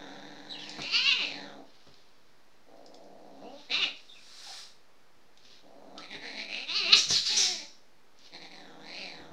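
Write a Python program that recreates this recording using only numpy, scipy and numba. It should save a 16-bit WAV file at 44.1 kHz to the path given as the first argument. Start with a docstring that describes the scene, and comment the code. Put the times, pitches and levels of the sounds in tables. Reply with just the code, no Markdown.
"""A kitten's rattling growl opens into yowls, a hiss and a spitting screech as it wards off a playful dog.
Its vocal folds rattle when slack and run clean when taut, ringing chest and mouth; forced air makes the
hiss and screech, the tensed throat thin squeaks. The dog's paws thump on the bedding, the cloth rustles,
claws and lips tick. One microphone, close to the blanket where the kitten is cornered in a small
plastered room, with a wall just behind the animals."""
import sys
import numpy as np
from scipy import signal
from scipy.fft import rfft, irfft
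from scipy.io import wavfile
from scipy.ndimage import uniform_filter1d
from numba import njit

SR = 44100
rng = np.random.default_rng(int(sys.argv[2]) if len(sys.argv) > 2 else 0)


def bounce(signal):
    """Save signal as a 16-bit WAV file at the path given by the first command-line argument."""
    frames = np.transpose(np.atleast_2d(signal))
    limited = np.clip(frames, -1, 1)
    pcm = np.round(limited * 32767).astype(np.int16)
    wavfile.write(sys.argv[1], SR, pcm)


N = 411012
TIME = np.arange(N) / SR

# the kitten's voice, one curve a phrase: (time [s], pitch [Hz], mouth opening [0-1], effort [dB])
VOICE_PHRASES = [
    [(0, 142, 0.32, -47), (.45, 144.3, 0.38, -52), (.76, 157.6, 0.5, -50), (.86, 315.5, 0.75, -49),
     (.915, 352, 0.84, -53.5), (.935, 456.6, 0.88, -51), (1.08, 560, 0.96, -55), (1.17, 470.7, 0.86, -51),
     (1.22, 318.7, 0.83, -43.5), (1.28, 164.9, .68, -49), (1.38, 143.1, 0.48, -45.5),
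     (1.62, 137.8, 0.03, -50.5)],
    [(2.68, 112.2, 0.05, -57), (3.2, 115.5, 0.02, -53), (3.4, 140.2, 0.08, -53), (3.44, 220, 0.03, -44),
     (3.5, 259.2, 0.03, -48.5), (3.58, 301, 0.05, -51.5)],
    [(3.707, 236.8, 0.63, -45), (3.75, 302.1, .88, -48.5), (3.8, 406.4, 0.84, -47.5),
     (3.83, 360.5, 1, -46.5), (3.853, 279.4, 0.75, -43.5), (3.872, 206.1, 0.67, -49.5)],
    [(5.64, 118.2, 0.02, -58.5), (5.95, 135.9, 0.07, -50.5), (6.03, 173.9, 0.59, -52.5),
     (6.24, 239, 0.5, -50.5), (6.5, 187.6, 0.66, -50), (6.64, 269.8, 0.77, -52), (6.73, 349.8, 0.84, -50),
     (6.765, 445.7, .94, -51.5), (6.865, 329.8, 0.71, -41.5), (6.93, 444.4, 0.96, -43),
     (6.975, 295.2, 0.66, -44.5)],
    [(7.305, 431, 0.66, -47.5), (7.46, 377.5, 0.56, -45.5), (7.63, 287, .58, -53.5)],
    [(8.338, 169.4, 0.54, -49), (8.55, 165.4, 0.55, -54.5), (8.78, 161.3, 0.13, -52),
     (8.88, 161.2, .56, -51), (9.0, 195, 0.69, -50), (9.12, 162.4, 0.54, -51.5), (9.32, 160.4, 0.06, -51.5)],
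]
# widths of the mouth's resonances: (first [Hz], second [Hz], third [Hz], top [Hz])
FORMANT_WIDTHS = [344, 680, 811, 1260]
# air forced through the tight throat:
# (time [s], length [s], level [dB], resonance at start [Hz], at end [Hz], release [s])
THROAT_SPITS = [(6.958, .025, -23, 4894, 5600, 0.267), (7.104, .065, -23.5, 5800, 4100, .25),
                (7.263, 0.074, -27.5, 4950, 3843, 0.304), (7.372, 0.063, -24, 5864, 5370, 0.486)]


def voice(throat_air_db=-5, nose_hz=5700, push_throat_share=0.26):
    """Growls stay in the chest; as the mouth opens the upper resonances rise and take over."""
    # the mouth from shut to wide: (opening [0-1], first, second, third and top resonance [Hz],
    # first over chest [dB], third over second [dB], mouth over throat [dB])
    vowels = [(0, 620, 900, 4300, 5600, 1, 19, -26.5), (.2, 712, 1220, 3440, 6200, -6.5, -1, -8),
              (.5, 740, 1880, 4060, 7800, -3.5, 2, 1), (.7, 600, 2600, 4200, 7780, -3.5, -1, 10.5),
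              (1, 1500, 2890, 3100, 7600, 2, -7.5, 19.5)]
    # how far the lips are drawn back, one value a phrase: (top resonance [factor])
    lip_factors = [0.85, .85, 0.88, 1.04, .9, 0.975]
    # pushes of breath that swell the open mouth's sound:
    # (time [s], length [s], boost [dB], third resonance [Hz], third over second [dB])
    pushes = [(.96, 0.065, 12.5, 4730, 0.5), (1.08, 0.094, 14.5, 4020, -3.5), (1.125, 0.018, 6, 3550, -1),
              (3.736, 0.055, 7.5, 3780, 1.5), (3.833, 0.021, 4, 3440, -1), (6.14, 0.069, 7.5, 3630, -0.5),
              (6.26, 0.079, 8.5, 4100, -4.5), (6.395, 0.056, 8, 4040, 0), (6.54, .08, 4, 3960, -4),
              (6.699, 0.03, 5.5, 3500, 3), (6.77, 0.049, 7.5, 4374, 5.5), (6.935, 0.019, 15, 4040, 6.5),
              (8.35, 0.031, 1.5, 4070, 3.5)]
    pitch, opening, effort_db = in_time(np.vstack(VOICE_PHRASES))
    openings, *columns = np.transpose(vowels)
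    shape = [np.interp(opening, openings, column) for column in columns]
    first_hz, second_hz, third_hz, top_hz, first_db, third_db, open_db = shape
    lips, = in_time([(row[0], factor) for rows, factor in zip(VOICE_PHRASES, lip_factors) for row in rows])
    push_db = 0
    for s, length_s, boost_db, pushed_hz, pushed_db in pushes:
        push_db = push_db + boost_db * bump(s, length_s)
        reshaped = bump(s, 2 * length_s)
        third_hz = third_hz + reshaped * (pushed_hz - third_hz)
        third_db = third_db + reshaped * (pushed_db - third_db)
    throat_db = effort_db + push_throat_share * push_db
    mouth_db = effort_db + open_db + push_db
    closures, puffs = folds(pitch)
    source = closures + puffs
    low = from_db(throat_db) * throat(closures + from_db(throat_air_db) * puffs, opening, first_hz, first_db)
    bright = from_db(mouth_db) * mouth(source, second_hz, third_hz, third_db)
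    # the top resonance and a steady nasal one grow more slowly with effort than the others
    top_gain = from_db(-55 + 0.39 * mouth_db) * np.minimum(2 * opening, 1)
    top = top_gain * formant(source, lips * top_hz, FORMANT_WIDTHS[3])
    nose = from_db(-42 + 0.53 * mouth_db) * formant(source, nose_hz, width_hz=1200)
    return voicing() * (low + bright + top + nose)


def folds(pitch, slack_rough=.72, taut_rough=.1, break_hz=228.6, fry_hz=139.2,
          jitter=.06, waver=.014, shimmer=3.0, snap_s=2.6e-5, puff_cycles=.45, air=0.028, rasp=0.39):
    """Sharp closures and the puffs of air after them, uneven when the folds are slack and in a spit."""
    forced = spitting()
    rough = taut_rough + (slack_rough - taut_rough) / (1 + (pitch / break_hz) ** 9)
    rough = np.clip(rough + .4 * forced / forced.max(), 0, 1)
    fry_db = 2 / (1 + (pitch / fry_hz) ** 20)
    pitch = pitch * np.exp(jitter * rough * drift(170) + waver * drift(90))
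    # each closure comes a little early or late: low harmonics stay steady, high ones rasp
    phase = np.cumsum(pitch) / SR + (0.005 + .07 * rough) * drift(300)
    cycle = np.abs(np.round(phase)).astype(int)
    shimmer_db = shimmer * np.sqrt(rough) * rng.standard_normal(N // 20)[cycle].clip(-1.6, 1.6)
    doubling_db = (fry_db + 0.95 * drift(25)) * (-1.) ** cycle   # strong and weak cycles alternate
    strength = from_db(shimmer_db + doubling_db)
    closure = np.exp(-.5 * ((phase - cycle) / pitch / snap_s) ** 2)
    puff = np.exp(-(phase % 1) / puff_cycles) * rng.standard_normal(N)
    return strength * closure, strength * (air + rasp * rough) * puff


def throat(source, opening, first_hz, first_db, bass_hz=180, muffle_hz=820, shut_below=0.15):
    """Chest and first resonance, muffled when the mouth is shut; the deepest bass is thin."""
    # chest and pharynx resonances: (centre [Hz], width [Hz], level [dB])
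    cavities = [(204.5, 58, -1), (284.3, 103, 4), (499, 310, 2)]
    chest = evened(sum(from_db(db) * formant(source, hz, width) for hz, width, db in cavities))
    sound = chest + from_db(first_db) * formant(source, first_hz, FORMANT_WIDTHS[0])
    sound = signal.sosfilt(signal.butter(4, bass_hz, "high", fs=SR, output="sos"), sound)
    muffled = signal.sosfiltfilt(signal.butter(3, muffle_hz, fs=SR, output="sos"), sound)
    return evened(muffled + np.clip(opening / shut_below, 0, 1) * (sound - muffled))


def mouth(source, second_hz, third_hz, third_db, cutoff_hz=6100):
    """The two strong upper resonances, on broad weak ones that fill the valleys."""
    second = formant(source, second_hz, FORMANT_WIDTHS[1])
    third = from_db(third_db) * formant(source, third_hz, FORMANT_WIDTHS[2])
    cheek = from_db(-19) * formant(source, hz=1350, width_hz=630)
    edge = from_db(-30) * formant(source, hz=4600, width_hz=2200)
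    sound = evened(second + third) + cheek + edge
    return signal.sosfilt(signal.butter(6, cutoff_hz, fs=SR, output="sos"), sound)


def voicing(attack_s=0.066, release_s=.12, catch_s=0.032, catch_db=-11.5):
    """Each phrase starts and stops quickly and dips where the snarl catches."""
    # catches in the snarl: (time [s])
    catches = [6.079, 6.195, 6.47, 6.663, 8.39, 8.49]
    spans = [(rows[0][0], rows[-1][0]) for rows in VOICE_PHRASES]
    sounding = sum(envelope(start, end - start, 0, attack_s, release_s) for start, end in spans)
    return sounding * from_db(catch_db * sum(bump(s, catch_s) for s in catches))


def screech(core_db=-3, rush_db=-5, flutter_db=1.0, fizz_db_per_octave=28):
    """A fluttering jet rings one sliding resonance over a broad rush; the higher, the more it fizzes."""
    # the rush of air through the throat: (frequency [Hz], level [dB])
    rush_spectrum = [(1200, -16), (2100, -6.5), (3100, -3.5), (4000, 7), (6200, -9), (7300, -9),
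                     (8300, -35.5), (11000, -49), (15500, -65)]
    # the fizz of the tight jet: (frequency [Hz], level [dB])
    fizz_spectrum = [(6000, 0), (10500, -21), (15500, -23.5)]
    slides = []
    for s, length_s, _, start_hz, end_hz, _ in THROAT_SPITS:
        slides += [(s, start_hz), (s + length_s, end_hz)]
    centre_hz, = in_time(slides)
    core = from_db(core_db) * formant(rng.standard_normal(N), centre_hz, width_hz=1200)
    rush = from_db(rush_db) * coloured(rush_spectrum)
    fizz = from_db(-41 + fizz_db_per_octave * np.log2(centre_hz / 5800)) * coloured(fizz_spectrum)
    return spitting() * from_db(flutter_db * drift(600)) * (core + rush + fizz)


def spitting(attack_s=0.066):
    """Strength of the air forced out in the spits."""
    return sum(envelope(s, length_s, db, attack_s, release_s)
               for s, length_s, db, _, _, release_s in THROAT_SPITS)


def hiss(flutter_db=0.2):
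    """Unvoiced air through the kitten's open mouth swells, holds and dies away."""
    # the breath: (time [s], length [s], level [dB], rise [s], fall [s])
    swells = [(4.48, 0.12, -45.5, 1.3, 0.41)]
    # air shaped by the open mouth: (frequency [Hz], level [dB])
    air_spectrum = [(400, -17), (1000, -10), (1500, -6.5), (3000, -8), (3900, 2), (5700, -0.5),
                    (6400, -8.5), (8500, -13.5), (12000, -28), (15500, -33)]
    breath = sum(envelope(*swell) for swell in swells)
    return breath * from_db(flutter_db * drift(120)) * coloured(air_spectrum)


def squeaks(waver=.02, flutter_db=3, octave_db=-28, rasp_db=-6, width_share=.13):
    """Unsteady, raspy whistles from the tensed throat, most sliding down, with a weak octave."""
    # thin whistles: (time [s], length [s], level [dB], pitch at start [Hz], at end [Hz])
    whistles = [(0.501, 0.021, -38, 3960, 3920), (.535, 0.028, -45.5, 3300, 2720),
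                (.595, 0.091, -48.5, 3380, 2480), (3.441, 0.055, -61, 2680, 2900),
                (3.574, 0.032, -58, 3840, 3600), (4.092, 0.0295, -51, 3699, 3534),
                (4.145, .05, -58.5, 2700, 2400), (4.47, 0.025, -51, 820, 760),
                (5.976, 0.036, -48, 1284, 1310)]
    wobble = np.exp(waver * drift(350))
    out, air = np.zeros(N), rng.standard_normal(N)
    for s, length_s, db, start_hz, end_hz in whistles:
        pitch = np.interp(TIME, [s, s + length_s], [start_hz, end_hz])
        phase = 2 * np.pi * np.cumsum(pitch * wobble) / SR
        tone = np.sin(phase) + from_db(octave_db) * np.sin(2 * phase)
        rasp = from_db(rasp_db) * formant(air, pitch, width_share * start_hz)
        out += envelope(s, length_s, db, rise_s=0.037, fall_s=0.18) * (tone + rasp)
    return out * from_db(flutter_db * drift(300))


def paws(press_s=0.0015, gain_db=-3):
    """The dog's soft blows on padded cloth swell for a moment and die at once."""
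    # paws landing: (time [s], level [dB], time to fall 60 dB [s], bass cut [Hz])
    landings = [(0.784, -28.5, 0.1, 90), (0.922, -51, 0.079, 61), (1.867, -46.5, 0.12, 70),
                (3.778, -38, 0.048, 50), (6.14, -41.5, 0.14, 69.17), (6.945, -40.5, 0.12, 26),
                (7.066, -43, 0.16, 52), (7.103, -26.5, 0.082, 20.2), (9.198, -42, 0.13, 68.6),
                (9.304, -48, 0.19, 60)]
    # the thud of the bedding: (frequency [Hz], level [dB])
    bedding_spectrum = [(35, -8), (70, -2.5), (120, 1.5), (220, -1), (420, -7.5), (800, -13), (1400, -13.5)]
    blows, padding = np.zeros(N), evened(coloured(bedding_spectrum))
    for s, db, t60, low_hz in landings:
        age = np.clip(TIME - s, 0, 1)
        thud = signal.sosfilt(signal.butter(2, low_hz, "high", fs=SR, output="sos"), padding)
        blows += (1 - np.exp(-age / press_s)) * from_db(db - 60 * age / t60) * thud
    return from_db(gain_db) * blows


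def rustle(gain_db=-3, grain_db=3):
    """The blanket's fibres slip in small clumps."""
    # cloth dragged under the paws: (time [s], length [s], level [dB], rise [s], fall [s])
    drags = [(0.593, 0.55, -47.5, .05, .05), (1.66, 0.32, -63, 0.07, 1.9), (3.632, 0.028, -54.5, 1, 0.072),
             (3.961, .01, -55, 0.043, 0.51), (5.459, 0.076, -55, 0.31, 0.47),
             (8.258, 0.012, -50.5, .3, 0.18)]
    # rubbing cloth: (frequency [Hz], level [dB])
    cloth_spectrum = [(250, 2.5), (700, -9.5), (1600, -8.5), (4000, 5.5), (5600, 1), (8000, -23),
                      (14000, -37.5)]
    dragging = sum(envelope(*drag) for drag in drags)
    return dragging * from_db(gain_db + grain_db * drift(400)) * coloured(cloth_spectrum)


def ticks(width_hz=2400.0, cutoff_hz=7000, t60_s=.02):
    """Claws catch and lips smack: tiny cracks, each in one broad resonance."""
    # claw and lip noises: (time [s], level [dB], centre [Hz])
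    cracks = [(0.6941, -30, 5040), (0.819, -28.5, 4100), (1.8716, -53, 4320), (1.941, -48.5, 3560),
              (2.77, -57, 4940), (2.8616, -46.5, 5130), (2.944, -46, 4450), (3.04, -56, 4867),
              (5.374, -46.5, 3980), (5.9793, -34.5, 3895), (6.147, -44, 2260), (8.1887, -49, 5000)]
    out, age = np.zeros(N), np.arange(2000) / SR
    for s, db, hz in cracks:
        centre = np.full(len(age), float(hz))
        burst = rng.standard_normal(len(age)) * from_db(-60 * age / t60_s)
        crack = resonate(resonate(burst, centre, width_hz), centre, width_hz)
        at = int(s * SR)
        out[at:at + len(age)] += 2 * from_db(db) * crack / np.abs(crack).max()
    return signal.sosfilt(signal.butter(3, cutoff_hz, fs=SR, output="sos"), out)


def room(x, wall_s=0.001705, wall_db=-18, gap_s=0.0039, tail_db=-2.5, t60_s=0.32):
    """Direct sound reaches the microphone first, then the wall behind the animals, then a diffuse tail."""
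    age = np.arange(int(.7 * SR)) / SR
    tail = rng.standard_normal(len(age)) * from_db(-60 * age / t60_s) * (age > gap_s)
    response = from_db(tail_db) * tail / np.linalg.norm(tail)
    response[0] += 1
    response[int(wall_s * SR)] += from_db(wall_db)
    return signal.fftconvolve(x, response / np.linalg.norm(response))[:N]


def room_tone(level_db=-64.5):
    """A faint, steady, dull rush behind the animals."""
    # the background at the microphone: (frequency [Hz], level [dB])
    floor_spectrum = [(25, -11), (40, -12.5), (80, -16.5), (130, -13), (260, -10), (500, -10), (1000, -13),
                      (2000, -16.5), (3200, -21), (4800, -20.5), (6300, -26), (8000, -32.5), (15500, -37.5)]
    return from_db(level_db) * coloured(floor_spectrum)


def from_db(db):
    """Decibels to gain."""
    return 10 ** (np.asarray(db) / 20)


def rms_one(x):
    """Scale to unit power."""
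    return x / np.sqrt(np.mean(x ** 2) + 1e-20)


def evened(x):
    """Hold the power at one over a few voice cycles."""
    return x / np.sqrt(np.abs(uniform_filter1d(x * x, size=1400)) + 1e-14)


def in_time(rows):
    """Each column of a curve at every sample."""
    s, *columns = np.transpose(rows)
    return [np.interp(TIME, s, column) for column in columns]


def envelope(start_s, length_s, db, rise_s, fall_s):
    """Attack, hold and release as a gain; rise and fall are the times for 60 dB."""
    away = np.maximum(start_s - TIME, 0) / rise_s + np.maximum(TIME - start_s - length_s, 0) / fall_s
    return from_db(db - 60 * np.minimum(away, 2))


def bump(s, length_s):
    """A bell of height one, length_s wide at half height."""
    return .5 ** np.minimum((2 * (TIME - s) / length_s) ** 2, 20)


def drift(rate_hz):
    """A random wander of unit power."""
    knots = rng.standard_normal(N // 20)
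    return rms_one(np.interp(TIME * rate_hz, np.arange(len(knots)), knots))


def coloured(spectrum):
    """Noise of unit power with the given spectrum, falling steeply beyond its ends."""
    hz, db = np.transpose(spectrum)
    f = np.arange(N // 2 + 1) * SR / N + 1e-3
    gain = from_db(np.interp(np.log(f), np.log(hz), db))
    skirts = np.minimum(f / hz[0], 1) ** 2 * np.minimum(hz[-1] / f, 1) ** 2
    return rms_one(irfft(rfft(rng.standard_normal(N)) * gain * skirts, N))


@njit
def resonate(x, hz, width):
    """A two-pole resonance with a moving centre and gain one on top."""
    r, y = np.exp(-np.pi * width / SR), np.zeros(len(x))
    for i in range(2, len(x)):
        drive = (1 - r * r) / 2 * (x[i] - x[i - 2])
        y[i] = drive + 2 * r * np.cos(2 * np.pi * hz[i] / SR) * y[i - 1] - r * r * y[i - 2]
    return y


def formant(x, hz, width_hz):
    """A resonance with steep skirts, at even level."""
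    centre = hz + np.zeros(N)
    return evened(resonate(resonate(x, centre, float(width_hz)), centre, float(width_hz)))


def scene():
    """Kitten and bedding close to one microphone in the small room, over quiet room tone."""
    kitten = voice() + screech() + hiss() + squeaks()
    bedding = paws() + rustle() + ticks()
    return (room(kitten + bedding) + room_tone())[None]


def record(dry):
    """A small recorder with a steep top cut and a slight offset."""
    cutoff_hz, offset = 15700, .0025
    return signal.sosfilt(signal.ellip(10, .1, 80, cutoff_hz, fs=SR, output="sos"), dry) + offset


dry = scene()
out = record(dry)
bounce(out)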